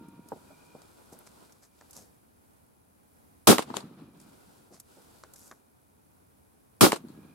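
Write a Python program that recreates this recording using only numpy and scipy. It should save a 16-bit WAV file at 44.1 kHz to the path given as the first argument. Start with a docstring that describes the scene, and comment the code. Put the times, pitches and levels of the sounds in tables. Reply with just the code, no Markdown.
"""Rifle shots before a gravel bank.

A muzzleloading rifle fires twice from a wooden bench; an earlier shot is still rolling away.
Reports are enveloped noise; slaps are band-limited pulses; gravel and handling are grainy noise bursts.
Rumble, rustle, shuffle and light wind are coloured noise with wandering level.
A faint motor, a falling whine and the camera's lens drive are swept sines; its electronics sizzle.
The microphone rounds off the highest peaks."""
import sys
import numpy as np
from scipy import signal
from scipy.fft import rfft, irfft
from scipy.io import wavfile

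SR = 44100
rng = np.random.default_rng(int(sys.argv[2]) if len(sys.argv) > 2 else 0)


def materialize(psi):
    """Save the field psi as 16-bit PCM at rate SR to the path in sys.argv[1].

    A 1-D psi becomes a single channel; in a 2-D psi each row is a channel.
    """
    bounded = np.clip(np.atleast_2d(psi).T, -1, 1)
    quanta = np.round(bounded * 32767).astype(np.int16)
    wavfile.write(sys.argv[1], SR, quanta)


N = 323694
TIME = np.arange(N) / SR

# Spectra throughout give relative density; noise() sets the rms to one.
# shots: (time [s], crack [dB], boom [dB], rumble [dB], falling gravel [dB])
SHOTS = [(-.3575, -14, -15, -52.5, -60), (3.4706, -14, -14.5, -50, -38), (6.808, -14.5, -15, -53, -65)]
# bright part of the report: (frequency [Hz], density [dB per Hz])
CRACK_SPECTRUM = [(200, -14), (600, -4), (950, 0.5), (1300, 1), (1700, -9.5), (2700, -9), (3600, -6.5),
                  (5300, -7.5), (6800, -9.5), (10000, -8), (14000, -12.5), (16000, -24.5)]
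# deep part of the report: (frequency [Hz], density [dB per Hz])
BOOM_SPECTRUM = [(25, -35), (60, -26), (110, -14), (200, -4), (320, 0), (500, -4.5), (700, -11.5),
                 (1500, -32.5), (5000, -59.5)]


def reports(repeat=0.6):
    """The blast scatters off the nearby bank as a dense crack; a slower boom builds just behind it."""
    out, t = np.zeros((2, N)), TIME[:16384]
    crack_alike = [(1000, 0.042), (4000, 0.23), (8000, 0.0)]  # (frequency [Hz], left-right likeness)
    boom_alike = [(120, 0.0021), (300, 0.24), (1000, 0.0064)]
    # the bank stays put, so part of its scatter is the same for every shot
    bank_crack = noise(CRACK_SPECTRUM, crack_alike, size=len(t))
    bank_boom = noise(BOOM_SPECTRUM, boom_alike, size=len(t))
    fresh = np.sqrt(1 - repeat ** 2)
    crack_envelope = swell(t, rise_s=0.0026, hold_s=0.043, t60_s=0.15, sag_db=2.5)
    crack_envelope += 0.52 * swell(t, rise_s=0.003, hold_s=0, t60_s=0.043)
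    boom_envelope = swell(t, rise_s=0.0093, hold_s=0.023, t60_s=0.15, sag_db=-4.0)  # grows during the hold
    for s, crack_db, boom_db, *_ in SHOTS:
        crack = repeat * bank_crack + fresh * noise(CRACK_SPECTRUM, crack_alike, size=len(t))
        boom = repeat * bank_boom + fresh * noise(BOOM_SPECTRUM, boom_alike, size=len(t))
        add(out, s, gain_of(crack_db) * crack * crack_envelope + gain_of(boom_db) * boom * boom_envelope)
    return out


# blast wave on the two microphone ports:
# (delay [s], peak before push [dB], pulse length [s], left push [factor], right push [factor])
BUFFETS = [(.006, -13, .0015, 0.73, -0.9), (.0215, -8.5, .0015, .6, -1.4)]


def buffets():
    """The blast wave shoves the two microphone ports unequally and in opposite directions."""
    out = np.zeros((2, N))
    for s, *_ in SHOTS:
        for delay_s, db, length_s, left, right in BUFFETS:
            push = shock(db, length_s, low_hz=110, edge_hz=450)
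            add(out, s + delay_s, push * [[left], [right]])
    return out


# range walls, same for every shot:
# (delay [s], peak [dB], pulse length [s], treble edge [Hz], ground-bounced share [0-1])
WALLS = [(.056, -11.5, 0.00044, 1640, .5), (.0595, -9.5, 0.001, 1340, 0), (.113, -10, .00017, 3700, 1),
         (0.1221, -12.5, 0.0012, 1190, .15)]


def wall_slaps(bounce_s=0.001):
    """Range walls return the blast; a later ground bounce gives some slaps a hollow knock."""
    out = np.zeros((2, N))
    for s, *_ in SHOTS:
        for delay_s, db, length_s, edge_hz, bounce in WALLS:
            slap = shock(db, length_s, low_hz=271.9, edge_hz=edge_hz, lag_s=0.0001)
            add(out, s + delay_s, slap)
            add(out, s + delay_s + bounce_s, bounce * slap)
    return out


# returns from the hills: (delay [s], peak [dB])
SLOPES = [(0.2322, -36), (0.2405, -33), (.283, -45), (.293, -38.5), (0.3679, -39), (.381, -39.5),
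          (.441, -39.5), (.55, -38.5), (.616, -44.5)]


def hill_returns():
    """Hills return the blast as separate pulses, all equally dull."""
    out = np.zeros((2, N))
    for s, *_ in SHOTS:
        for delay_s, db in SLOPES:
            add(out, s + delay_s, shock(db, length_s=0.0012, low_hz=164.5, edge_hz=329, lag_s=0.00022))
    return out


# scatter off the gravel: (delay [s], level [dB], rise [s], t60 [s], tilt [dB per octave])
SPRAYS = [(0.111, -20, 0.0009, 0.018, 3.5), (.116, -28.5, 0.0057, 0.12, 1.5), (.149, -35, .004, .06, 2.2)]
# gravel, also used by shower(): (frequency [Hz], density [dB per Hz])
GRAVEL_SPECTRUM = [(30, -40), (120, -18), (320, 14.5), (650, 8), (1250, 5), (1750, -3.5), (2900, -3.5),
                   (4200, -5), (6000, -10), (8200, -8.5), (12000, -16), (14000, -24), (16000, -34)]


def gravel_scatter():
    """Each blast scatters back off the gravel as short noise bursts."""
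    rows = [(s + delay_s, *spray) for s, *_ in SHOTS for delay_s, *spray in SPRAYS]
    return bursts(rows, GRAVEL_SPECTRUM, alike=0.22, grain_db=-1.0)


# larger stones knocking together after the shots:
# (time [s], level [dB], rise [s], t60 [s], tilt [dB per octave], left minus right [dB])
STONES = [(3.7003, -27.5, 0.00052, 0.028, -8.5, 3.5), (3.7403, -28.5, 0.00084, 0.024, -4.5, 7),
          (3.7665, -30, 0.0014, 0.019, 9.5, 14), (3.8035, -42.5, .002, 0.043, 4.5, -2),
          (3.827, -40, 0.00049, 0.027, -15, -2), (7.080, -63.5, .008, .18, 6, 10)]
# stone: (frequency [Hz], density [dB per Hz])
STONE_SPECTRUM = [(100, -20), (600, -6), (1000, 14.5), (1400, -1.5), (2000, -18), (3300, -10.5),
                  (4300, 0.5), (5400, -22), (7600, -14), (11000, -30), (16000, -54)]
# delays count from the shot
GRIT_DELAY_S, GRIT_RISE_S, GRIT_T60_S, GRIT_REL_DB, GRIT_TILT_DB = 0.17, 0.057, 0.5, -9.5, -1
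SHOWER_DELAY_S, SHOWER_RISE_S, SHOWER_T60_S, SHOWER_TILT_DB, SHOWER_PAN_DB = 0.26, 0.043, 0.17, 1.5, 2.5


def shower():
    """Gravel thrown up by each bullet falls back: fine grit, then the shower, plus larger stones."""
    falls = []
    for s, *_, db in SHOTS:
        falls.append((s + GRIT_DELAY_S, db + GRIT_REL_DB, GRIT_RISE_S, GRIT_T60_S, GRIT_TILT_DB))
        falls.append((s + SHOWER_DELAY_S, db, SHOWER_RISE_S, SHOWER_T60_S, SHOWER_TILT_DB, SHOWER_PAN_DB))
    gravel = bursts(falls, GRAVEL_SPECTRUM, alike=0.18, grain_db=1.0)
    return gravel + bursts(STONES, STONE_SPECTRUM, alike=0.13, grain_db=-6.0)


# far returns: (frequency [Hz], density [dB per Hz])
HILLS_SPECTRUM = [(40, -34), (85, -14), (150, 2), (290, -1), (420, -12.5), (620, -19.5), (1300, -18.5),
                  (1900, -29.5), (4000, -30), (9000, -46)]


def rumble(lumps_db=2.5, delay_s=0.14):
    """Countless far returns merge into a lumpy roll, alike in both channels in the bass."""
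    out, t = np.zeros((2, N)), TIME[:2 * SR]
    envelope = swell(t, rise_s=0.056, hold_s=0.21, t60_s=2.2)
    for s, _, _, db, _ in SHOTS:
        lumps = evened(gain_of(lumps_db * wander(17.6, size=len(t))))
        roll = noise(HILLS_SPECTRUM, [(290, 0.99), (640, 0.95), (2000, 0.1)], size=len(t))
        add(out, s + delay_s, gain_of(db) * roll * lumps * envelope)
    return out


# boots and stock on the bench: (time [s], level [dB], t60 [s])
KNOCKS = [(0.3182, -27, 0.057), (.360, -48.5, 0.076), (0.499, -53, 0.16), (0.747, -47.5, 0.098),
          (0.926, -70.5, 0.064), (1.121, -47.5, .13), (1.956, -53.5, 0.37), (4.703, -52.5, 0.2),
          (4.964, -53.5, 0.14)]
# wooden bench: (frequency [Hz], density [dB per Hz])
WOOD_SPECTRUM = [(50, -78), (150, 11.5), (300, 8), (620, 10), (880, 0.5), (1250, -16), (1800, -54),
                 (5000, -63), (14000, -42)]


def knocks(rise_share=0.045):
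    """Boots and stock strike the bench; a slower-rising knock also rings longer."""
    rows = [(s, db, rise_share * t60_s, t60_s) for s, db, t60_s in KNOCKS]
    return bursts(rows, WOOD_SPECTRUM, alike=0.75, grain_db=2.0)


# lock and fittings: (time [s], level [dB])
CLACKS = [(1.8095, -46), (5.2353, -42), (5.512, -37.5)]
# lock and fittings: (frequency [Hz], density [dB per Hz])
LOCK_SPECTRUM = [(100, -19), (500, 2), (900, 5), (1500, 4.5), (2200, -10), (3200, -14.5), (7000, -5.5),
                 (10000, -25), (16000, -28)]


def clacks(rise_s=0.0015, t60_s=0.021):
    """Lock and fittings clack; each part strikes once more, quieter and duller, as it seats."""
    rebound_s, rebound_rel_db, rebound_t60_s, rebound_tilt_db = 0.0095, -9, 0.04, -9
    rows = []
    for s, db in CLACKS:
        rows.append((s, db, rise_s, t60_s))
        rows.append((s + rebound_s, db + rebound_rel_db, rise_s, rebound_t60_s, rebound_tilt_db))
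    return bursts(rows, LOCK_SPECTRUM, alike=0.99, grain_db=-4.0)


# grit and fittings: (time [s], level [dB], tilt [dB per octave])
TICKS = [(0.0847, -58.5, 8), (.2865, -50.5, 4), (.817, -51, -5), (1.189, -51, 28), (1.2644, -52, -2),
         (1.522, -50.5, -1), (1.9088, -45.5, 4), (1.931, -48, 1.5), (4.1997, -50, -1), (4.213, -57, 8),
         (4.7988, -42.5, 4.5), (5.3365, -44, 7), (5.359, -45.5, 0.5)]
# cloth, also used by swishes() and sizzle(): (frequency [Hz], density [dB per Hz])
CLOTH_SPECTRUM = [(30, -26), (200, -6), (1500, -7.5), (3000, -15.5), (4200, -7.5), (5500, -1.5),
                  (7500, -1.5), (10500, -5.5), (12500, -5.5), (16000, -35)]


def ticks(rise_s=0.00047, t60_s=0.034):
    """Grit and fittings tick: short bursts of varied brightness."""
    rows = [(s, db, rise_s, t60_s, tilt_db) for s, db, tilt_db in TICKS]
    return bursts(rows, CLOTH_SPECTRUM, alike=0.43, grain_db=4.0)


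# sleeves: (time [s], level [dB], rise [s], tilt [dB per octave])
SWISHES = [(1.119, -53, 0.013, 0.5), (1.265, -49, 0.0065, -4), (1.614, -57, 0.024, -3),
           (1.924, -50.5, 0.05, 0), (4.712, -54.5, 0.033, -4), (5.335, -56.5, 0.076, 3),
           (5.42, -56.5, 0.051, 4)]


def swishes(t60_per_rise=5.7):
    """Sleeves swish as the arms move; slower swishes fade more slowly."""
    rows = [(s, db, rise_s, t60_per_rise * rise_s, tilt_db) for s, db, rise_s, tilt_db in SWISHES]
    return bursts(rows, CLOTH_SPECTRUM, alike=0.55, grain_db=3.5)


# the shooter moving about: (time [s], hold [s], rustle [dB], shuffle [dB])
MOVES = [(0.21, 1.15, -66.5, -60.5), (1.29, 0.037, -68.5, -77), (1.69, 0.19, -68.5, -67),
         (4.12, 0.36, -67, -62), (4.816, 0.28, -65, -61.5), (5.207, 0.14, -74.5, -61.5),
         (7.12, .3, -90, -77)]
# clothes: (frequency [Hz], density [dB per Hz])
RUSTLE_SPECTRUM = [(1000, -6.5), (2000, -6), (4700, -0.5), (6200, -3.5), (8000, -0.5), (10000, -2.5),
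                   (13000, -6), (16000, -12.5)]
# boots on dirt: (frequency [Hz], density [dB per Hz])
SHUFFLE_SPECTRUM = [(30, -7), (100, -6.5), (200, 1), (450, 0.5), (650, -4), (950, -1.5), (1200, -8.5),
                    (1450, -3.5), (1750, -17.5), (4000, -22.5), (9000, -41)]


def movement(rise_s=0.099, t60_s=1):
    """Clothes rustle with a crackle of grit and seams; boots shuffle on dirt."""
    arms = spells([(s, hold_s, db) for s, hold_s, db, _ in MOVES], rise_s, t60_s, rest_db=-85.5)
    feet = spells([(s, hold_s, db) for s, hold_s, _, db in MOVES], rise_s, t60_s, rest_db=-73.5)
    rustle = noise(RUSTLE_SPECTRUM, 0.34, size=N) * arms * gain_of(0.68 * wander(120, size=N))
    ticks_per_s, tick_decay_s, tick_db = 12, 0.003, 3
    hits = rng.random(N) * (rng.random(N) < ticks_per_s / SR)
    crackle = signal.lfilter([1], [1, -np.exp(-1 / (tick_decay_s * SR))], hits)
    rustle *= 1 + gain_of(tick_db) * crackle
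    shuffle = noise(SHUFFLE_SPECTRUM, -0.15, size=N) * feet * gain_of(1.7 * wander(22, size=N))
    return rustle + shuffle


# motor overtones: (multiple of base pitch, level [dB])
MOTOR_ORDERS = [(4, -0.5), (5, -22.5), (6, -8.5)]


def motor(start_hz=229.7, top_hz=253.5, spin_up_s=0.83, start_db=-59.5, fade_db_per_s=16):
    """A motor spins up toward its top speed while its overtones fade."""
    pitch_hz = top_hz + (start_hz - top_hz) * np.exp(-TIME / spin_up_s)
    turns = np.cumsum(pitch_hz * (1 + 0.0035 * wander(12, size=N))) / SR
    tones = sum(gain_of(db) * np.sin(2 * np.pi * k * turns) for k, db in MOTOR_ORDERS)
    return gain_of(start_db - fade_db_per_s * TIME) * tones


def whine(start_s=7.02, rise_s=0.15, start_hz=1682, sag_hz_per_s=210, peak_db=-74):
    """A thin whine swells after the last shot and sags in pitch."""
    age_s = np.maximum(TIME - start_s, 0)
    pitch_hz = start_hz - sag_hz_per_s * age_s + 14 * wander(56, size=N)
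    tone = np.sin(2 * np.pi * np.cumsum(pitch_hz) / SR)
    return gain_of(peak_db) * np.minimum(age_s / rise_s, 1) * tone


# lens drive runs: (time [s], hold [s], level [dB])
LENS_RUNS = [(-.1, .25, -77.5), (.43, 0.21, -71), (.9, 0.89, -87), (3.88, 0.29, -81), (7.15, .2, -74)]


def lens_drive(buzz_hz=2410, beats_hz=60, sweep_hz=60, flutter=0.36):
    """The camera's lens drive buzzes in steps, each pulsing in level and dropping in pitch."""
    stroke = np.cumsum(beats_hz * (1 + 0.036 * wander(14, size=N))) / SR % 1
    chirp_hz = buzz_hz + sweep_hz * (1 - 2 * stroke) + 48 * wander(97, size=N)
    strength = (0.5 + np.sin(np.pi * stroke) ** 2) * (1 + flutter * wander(70, size=N))
    buzz = evened(strength * np.sin(2 * np.pi * np.cumsum(chirp_hz) / SR))
    return spells(LENS_RUNS, rise_s=0.087, t60_s=0.96, rest_db=-91.5) * buzz


# open air: (frequency [Hz], density [dB per Hz])
AIR_SPECTRUM = [(15, -60.5), (25, -27), (44, -13.5), (74, -2), (141, -8.5), (285, -5.5), (384, -13.5),
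                (416, -9.5), (451, -12), (624, -14.5), (840, -14.5), (3080, -32), (6740, -32),
                (10400, -24.5), (16000, -29.5)]
# open air: (frequency [Hz], left-right likeness [-1 to 1])
AIR_ALIKE = [(60, 0.24), (130, 0.76), (290, -0.39), (640, -.45), (1410, -0.63), (3100, 0.17),
             (15000, -0.12)]


def open_air(mean_db=-62.5):
    """Light wind: coloured noise whose level wanders slowly."""
    return noise(AIR_SPECTRUM, AIR_ALIKE, size=N) * gain_of(mean_db + 1.2 * wander(1.9, size=N))


# camera electronics: (frequency [Hz], density [dB per Hz])
SIZZLE_SPECTRUM = [(9500, -50), (10150, -9.5), (10300, 2.5), (10480, -7.5), (11200, -49.5)]


def sizzle(tick_hz=60):
    """The camera's electronics sizzle: narrow and broad treble noise in regular decaying ticks."""
    ticking = evened(np.exp(-(TIME * tick_hz % 1) / 0.16))
    narrow = gain_of(-80) * noise(SIZZLE_SPECTRUM, 0.2, size=N)
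    broad = gain_of(-84.5) * noise(CLOTH_SPECTRUM, 0.2, size=N, tilt_db=4.0)
    return ticking * (narrow + broad)


def shock(db, length_s, low_hz, edge_hz, lag_s=0):
    """A pressure jump and its suction, band-limited, reaching the right channel lag_s later."""
    u = np.maximum(TIME[:4096] - np.array([[0], [lag_s]]), 0) / length_s
    band = signal.butter(2, [low_hz, edge_hz], "bandpass", fs=SR, output="sos")
    pulse = signal.sosfilt(band, (u > 0) * (1 - u) * np.exp(-u))
    return gain_of(db) * pulse / abs(pulse).max()


def bursts(rows, spectrum, alike, grain_db):
    """Short grainy bursts of one material, each with its own rise, decay, brightness and side."""
    out, t = np.zeros((2, N)), TIME[:16384]
    for s, db, rise_s, t60_s, *extra in rows:
        tilt_db, pan_db = (extra + [0, 0])[:2]
        grain = evened(gain_of(grain_db * wander(690, size=len(t))))
        sound = noise(spectrum, alike, size=len(t), tilt_db=tilt_db)
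        sound = sound * grain * swell(t, rise_s, 0, t60_s)
        add(out, s, sound * gain_of([[db + pan_db / 2], [db - pan_db / 2]]))
    # boards, stones and cloth radiate little bass
    return signal.sosfilt(signal.butter(2, 101, "highpass", fs=SR, output="sos"), out)


def spells(rows, rise_s, t60_s, rest_db):
    """Gain of something that works in spells (time [s], hold [s], level [dB]) and idles between."""
    power = gain_of(rest_db) ** 2
    for s, hold_s, db in rows:
        power = power + (gain_of(db) * swell(np.maximum(TIME - s, 0), rise_s, hold_s, t60_s)) ** 2
    return np.sqrt(power)


def swell(t, rise_s, hold_s, t60_s, sag_db=0):
    """Rises, holds while sagging by sag_db, then dies away."""
    rise_s, hold_s = max(rise_s, 1e-4), max(hold_s, 1e-4)
    after = np.maximum(t - rise_s, 0)
    fall_db = sag_db * np.minimum(after / hold_s, 1) + 60 * np.maximum(after - hold_s, 0) / t60_s
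    return np.minimum(t / rise_s, 1) * gain_of(-fall_db)


def noise(spectrum, alike, size, tilt_db=0):
    """Stereo noise of rms one with a given colour, treble tilt and left-right likeness."""
    hz = np.fft.rfftfreq(size, 1 / SR)
    a, b = rfft(rng.standard_normal((2, size)))
    same = read(alike, hz) if np.ndim(alike) else alike
    colour = gain_of(read(spectrum, hz) + tilt_db * np.log2(1 + hz / 1000))
    colour *= hz / np.hypot(hz, 20)  # removes DC
    right = same * a + np.sqrt(1 - same ** 2) * b
    return evened(irfft(np.array([a, right]) * colour, size))


def wander(rate_hz, size):
    """Low-passed random drift of rms one."""
    hz = np.fft.rfftfreq(size, 1 / SR)
    return evened(irfft(rfft(rng.standard_normal(size)) / (1 + (hz / rate_hz) ** 4), size))


def read(points, hz):
    """Interpolates a curve on a log-frequency axis."""
    f, value = np.transpose(points)
    return np.interp(np.log(hz + 1), np.log(f + 1), value)


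def gain_of(db):
    """Decibels to amplitude."""
    return 10 ** (np.asarray(db) / 20)


def evened(x):
    """Scales to an rms of one."""
    return x / np.sqrt(np.mean(x ** 2) + 1e-20)


def add(mix, s, sound):
    """Mixes a stereo sound in at time s, cutting what falls outside."""
    start = round(s * SR)
    sound = sound[:, max(-start, 0):]
    part = mix[:, max(start, 0):][:, :sound.shape[1]]
    part += sound[:, :part.shape[1]]


def scene():
    """Shots and their returns, the shooter, the faint machines and the open air."""
    shots = reports() + buffets() + wall_slaps() + hill_returns() + gravel_scatter() + shower() + rumble()
    handling = knocks() + clacks() + ticks() + swishes() + movement()
    machines = motor() + whine() + lens_drive() + sizzle()
    return shots + handling + machines + open_air()


def record(dry, ceiling=0.92, edge_hz=16100):
    """The microphone rounds off the highest peaks of the blast; then a low-pass limits the band."""
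    squashed = dry / (1 + (dry / ceiling) ** 4) ** (1 / 4)
    low_pass = signal.firwin(255, edge_hz, window=("kaiser", 9), fs=SR)
    return signal.oaconvolve(squashed, low_pass[None], "same")


dry = scene()
out = record(dry)
materialize(out)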